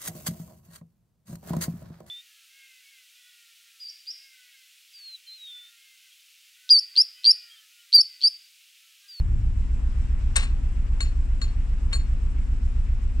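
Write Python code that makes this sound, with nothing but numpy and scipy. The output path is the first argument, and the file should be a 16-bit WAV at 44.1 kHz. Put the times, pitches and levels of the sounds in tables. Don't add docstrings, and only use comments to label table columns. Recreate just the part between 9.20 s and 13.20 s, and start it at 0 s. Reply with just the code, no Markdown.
import sys
import numpy as np
from scipy import signal
from scipy.fft import rfft, irfft
from scipy.io import wavfile

SR = 44100
rng = np.random.default_rng(int(sys.argv[2]) if len(sys.argv) > 2 else 0)


def wav_record(signal):
    frames = np.transpose(np.atleast_2d(signal))
    bounded = np.clip(frames, -1, 1)
    quanta = np.round(bounded * 32767).astype(np.int16)
    wavfile.write(sys.argv[1], SR, quanta)


N = 176400
T = np.arange(N) / SR

# t/s, level/dB of knock, tick, low, middle and high ring, base ring time/s
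DROPS = [(1.158, -22.5, -20.5, -49, -19, -29, 0.01), (1.162, -16, -15.5, -29.5, -26, -34, .015),
         (1.1633, -22.5, -18.5, -43, -39, -4.5, .0055), (1.169, -22.5, -18.5, -37, -41, -22, 0.015),
         (1.196, -31, -46, -42, -44, -38, .028), (1.226, -31, -38, -48, -57, -42, .01),
         (1.233, -29.5, -38, -39, -40, -37, 0.019), (1.8055, -24.5, -24.5, -26.5, -29.5, -35, 0.033),
         (2.216, -29, -29, -28, -35, -46, 0.029), (2.716, -39, -60, -70, -70, -70, .01),
         (2.726, -30.5, -41, -47, -51, -62, .008), (2.7298, -26.5, -29.5, -24.5, -29, -34.5, 0.038),
         (2.756, -37, -45, -60, -60, -39, .012)]
RIGHT_LAG_S = .000187


def ratchet():
    lead, length = 512, 16384
    t = (np.arange(length) - lead) / SR
    since_arrival = t - np.array([[0], [RIGHT_LAG_S]])
    out = np.zeros((2, N + SR))
    for s, knock_db, tick_db, *ring_db, ring_s in DROPS:
        start = int(s * SR) - lead
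        iron = clack(t, knock_db, tick_db) + from_db(knock_db) * frame(since_arrival)
        out[:, start:start + length] += iron + pawl(since_arrival, ring_db, ring_s)
    return (out + echoes(out))[:, :N]


# f/Hz, relative level/dB, factor on the ring time, right minus left level/dB
PAWL_MODES = [(4279, 0, 1, -2), (4568, -19, 1, -2), (3790, -11, .45, -2), (7168, 0, 1.35, -11),
              (8205, 0, 1.15, -12), (11250, -30, 1.5, -3), (12660, -37, 1.6, -8), (13060, -28, 1.1, -10),
              (14760, -33, 1.9, -10)]
RING_PITCHES = [4280, 7170, 8200, 11250, 14760]
FREE_T60_S, DAMPING_POWER, RING_RISE_S = 0.52, 2.1, 0.0028


def pawl(t, ring_db, ring_s):
    low, middle, high = ring_db
    ring = 0
    for hz, db, longer, right_db in PAWL_MODES:
        level_db = db + np.interp(hz, RING_PITCHES, [low, middle, high, middle, high])
        damping = np.exp(-(np.maximum(t, 0) / (ring_s * longer)) ** DAMPING_POWER)
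        ring += from_db([[level_db], [level_db + right_db]]) * damping * sine(t, hz)
    return ring * rise(t, RING_RISE_S) * decay(t, FREE_T60_S)


# f/Hz, left level/dB, right level/dB (relative)
CLACK_SPECTRUM = [(255, -15, -26.5), (780, -5, -16), (1240, -4, -6), (2640, 5.5, 0.5), (3150, -3, -11.5),
                  (3830, 1, -0.5), (4770, -7, -11), (6500, -3, -18.5), (8500, 1, -27), (9400, -25, -13),
                  (9900, -33, -6), (11700, -49, -43), (15000, -62, -61)]
CROSSOVER_HZ, CLACK_RISE_S = 3300, 0.00029
SLIP_S, SLIP_DB = 0.0038, -10.5
TAIL_DB, TAIL_CUT_HZ, LUMP_S, LUMP_DB = -12.5, 7000, .0024, 8.5


def clack(t, knock_db, tick_db):
    hz = np.arange(len(t) // 2 + 1) * SR / len(t)
    delay = np.exp(-2j * np.pi * hz * np.array([[0], [RIGHT_LAG_S]]))
    colour = delay * from_db(at_hz(CLACK_SPECTRUM, hz))
    colour /= irfft(colour).std()
    direct, scattered = (np.exp(2j * np.pi * rng.random(len(hz))) * colour for _ in range(2))
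    low = 1 / (1 + (hz / CROSSOVER_HZ) ** 8)
    knock, tick = from_db(knock_db) * low, from_db(tick_db) * (1 - low)
    blow = irfft(direct * knock) * decay(t, t60=0.021) + irfft(direct * tick) * decay(t, t60=0.015)
    slip = from_db(SLIP_DB) * rise(t + SLIP_S, SLIP_S) * (t < CLACK_RISE_S)
    lumps_db = np.interp(t, np.arange(-20, 400) * LUMP_S, rng.uniform(-LUMP_DB, LUMP_DB, 420))
    onset = rise(t, CLACK_RISE_S)
    tail = from_db(TAIL_DB + lumps_db) * onset * decay(t, t60=0.23)
    dull = irfft(scattered * (knock + tick) / (1 + (hz / TAIL_CUT_HZ) ** 4))
    return blow * onset + dull * (slip + tail)


# f/Hz, level/dB relative to the knock, T60/s
FRAME_MODES = [(513, -23, .28), (1116, -15.5, .12), (1170, -17, .1), (1590, -15.5, .11), (1825, -21, .14),
               (2650, -19, .16), (2906, -20, .18)]


def frame(t):
    ring = 0
    for hz, db, t60 in FRAME_MODES:
        sides_db = at_hz(CLACK_SPECTRUM, hz)[:, None]
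        ring += from_db(db + sides_db - sides_db[0]) * decay(t, t60) * sine(t, hz)
    return ring * rise(t, RING_RISE_S)


# delay t/s, level/dB
ECHOES = [(.063, -18.5), (.082, -27.5), (.108, -33)]


def echoes(sound):
    dull = signal.sosfilt(signal.butter(2, 5300, fs=SR, output="sos"), sound)
    return sum(from_db(db) * np.roll(dull, int(s * SR), axis=1) for s, db in ECHOES)


# t/s, working cycle rate f/Hz
CYCLE_RATE = [(0, 7.527), (2.5, 7.54), (2.8, 7.5)]
# share of the cycle, level/dB, bandwidth f/Hz
CYLINDERS = [(0, 0.5, 197.7), (0.238, 1, 200), (0.58, 6, 46.6), (0.822, -8.5, 48)]
# order (multiple of the cycle rate), relative level/dB
HULL_ORDERS = [(2, -34.5), (3, -3.5), (4, 1), (5, -12.5), (6, -16), (7, -4), (8, -2.5), (9, -9),
               (10, -19.5), (12, -36.5), (13, -22.5), (14, -24), (16, -35), (17, -29), (20, -36),
               (22, -28.5), (23, -37.5), (24, -29), (25, -34.5), (28, -37.5), (30, -33.5), (33, -35.5),
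               (36, -36.5), (41, -42)]
DRONE_DB, DRONE_WIDTH, FIRING_AT_S = -26.5, 0.28, 3.1665
WOBBLE, WOBBLE_HZ, LOOSENESS, SCATTER_HZ = 0.42, 151, 0.4, 157


def engine():
    rate = in_time(CYCLE_RATE)
    cycles = np.cumsum(rate) / SR
    cycles -= np.interp(FIRING_AT_S, T, cycles)
    share, firing_db, bandwidth_hz = np.transpose(CYLINDERS)
    out = np.zeros((2, N))
    for order in range(2, 42):
        hz = order * rate.mean()
        pushes = from_db(firing_db) * np.exp(-(hz / bandwidth_hz) ** 2 - 2j * np.pi * order * share)
        scatter = min((hz / SCATTER_HZ) ** 4, 2) * (rng.normal() + LOOSENESS * drift(2.83))
        spread = DRONE_WIDTH * min(hz / SCATTER_HZ, 2) * rng.normal(size=(2, 1))
        phase = 2 * np.pi * order * cycles + np.angle(pushes.sum()) + scatter + spread
        wobble = 1 + WOBBLE * min(hz / WOBBLE_HZ, 1) * drift(2.03)
        out += from_db(np.interp(order, *np.transpose(HULL_ORDERS))) * wobble * np.cos(phase)
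    return np.sqrt(2) * from_db(DRONE_DB) * out


# f/Hz, left level/dB, right level/dB (relative)
RUMBLE_SPECTRUM = [(14.9, -32, -65.5), (40.3, -6, -10.5), (80.6, 10.5, 10.5), (110, 5.5, 2),
                   (174, -15.5, -12.5), (268, -19, -20.5), (375, -24.5, -29), (800, -66, -63)]
# t/s, level/dB
RUMBLE_LEVEL = [(0, -26), (.3, -32), (.55, -39.5), (1.1, -35.5), (1.5, -39.5), (4, -38.5)]


def rumble():
    return from_db(in_time(RUMBLE_LEVEL)) * diffuse_noise(RUMBLE_SPECTRUM)


# f/Hz, left level/dB, right level/dB (relative)
WATER_HISS_SPECTRUM = [(100, -17.5, -12.5), (348, 8, 7), (500, 3.5, 2.5), (770, 3, 0), (1800, -4, -2),
                       (2655, 0, -9.5), (3350, -10, -9.5), (4340, -13, -15), (5700, -10, -14.5),
                       (6270, -16.5, -17), (7660, -6, -18), (8480, -15.5, -21), (9050, -19, -16.5),
                       (11400, -36, -32.5), (15500, -23, -30)]
# t/s, level/dB
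WATER_HISS_LEVEL = [(0, -54), (.8, -51.5), (4, -52.5)]


def water_and_hiss():
    return from_db(in_time(WATER_HISS_LEVEL)) * diffuse_noise(WATER_HISS_SPECTRUM, flicker_db=1.2)


# f/Hz, correlation (-1 to 1)
CORRELATION = [(60, 0.93), (190, 0.88), (340, 0.26), (600, -0.49), (1060, 0.051), (1890, 0.4),
               (10000, -0.08)]


def diffuse_noise(spectrum, flicker_db=0):
    hz = np.arange(N // 2 + 1) * SR / N
    alike = at_hz(CORRELATION, hz)[0]
    mid, side = rfft(rng.standard_normal((2, N)))
    both = np.sqrt(1 + alike) * mid + np.sqrt(1 - alike) * side * [[1], [-1]]
    both *= from_db(at_hz(spectrum, hz))
    if not flicker_db:
        return unit_rms(irfft(both, N))
    octave = np.clip(np.log2(hz / 250 + 1e-9), 0, 6)
    out = 0
    for k in range(7):
        band = irfft(both * np.maximum(1 - abs(octave - k), 0), N)
        out += band * from_db(flicker_db * (k < 6) * drift(rate_hz=17))
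    return unit_rms(out)


def drift(rate_hz):
    step, settle = 40, 2000
    pole = np.exp(-2 * np.pi * rate_hz * step / SR)
    white = rng.standard_normal(N // step + settle + 2)
    slow = signal.lfilter([1], [1, -2 * pole, pole * pole], white)[settle:]
    return np.interp(np.arange(N) / step, np.arange(len(slow)), unit_rms(slow))


def sine(t, hz):
    return np.sin(2 * np.pi * (hz * t + rng.random()))


def decay(t, t60):
    return np.exp(-np.log(1000) * np.maximum(t, 0) / t60)


def rise(t, rise_s):
    return np.clip(t / rise_s, 0, 1)


def from_db(db):
    return 10 ** (np.asarray(db) / 20)


def unit_rms(x):
    return x / np.sqrt(np.mean(x ** 2) + 1e-20)


def in_time(rows):
    return np.interp(T, *np.transpose(rows))


def at_hz(rows, hz):
    f, *columns = np.transpose(rows)
    return np.array([np.interp(np.log(hz + 1e-9), np.log(f), c) for c in columns])


def scene():
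    background = rumble() + water_and_hiss()
    return background + engine() + ratchet()


def record(dry):
    return signal.sosfilt(signal.cheby2(12, 70, 15600, fs=SR, output="sos"), dry)


dry = scene()
out = record(dry)
wav_record(out)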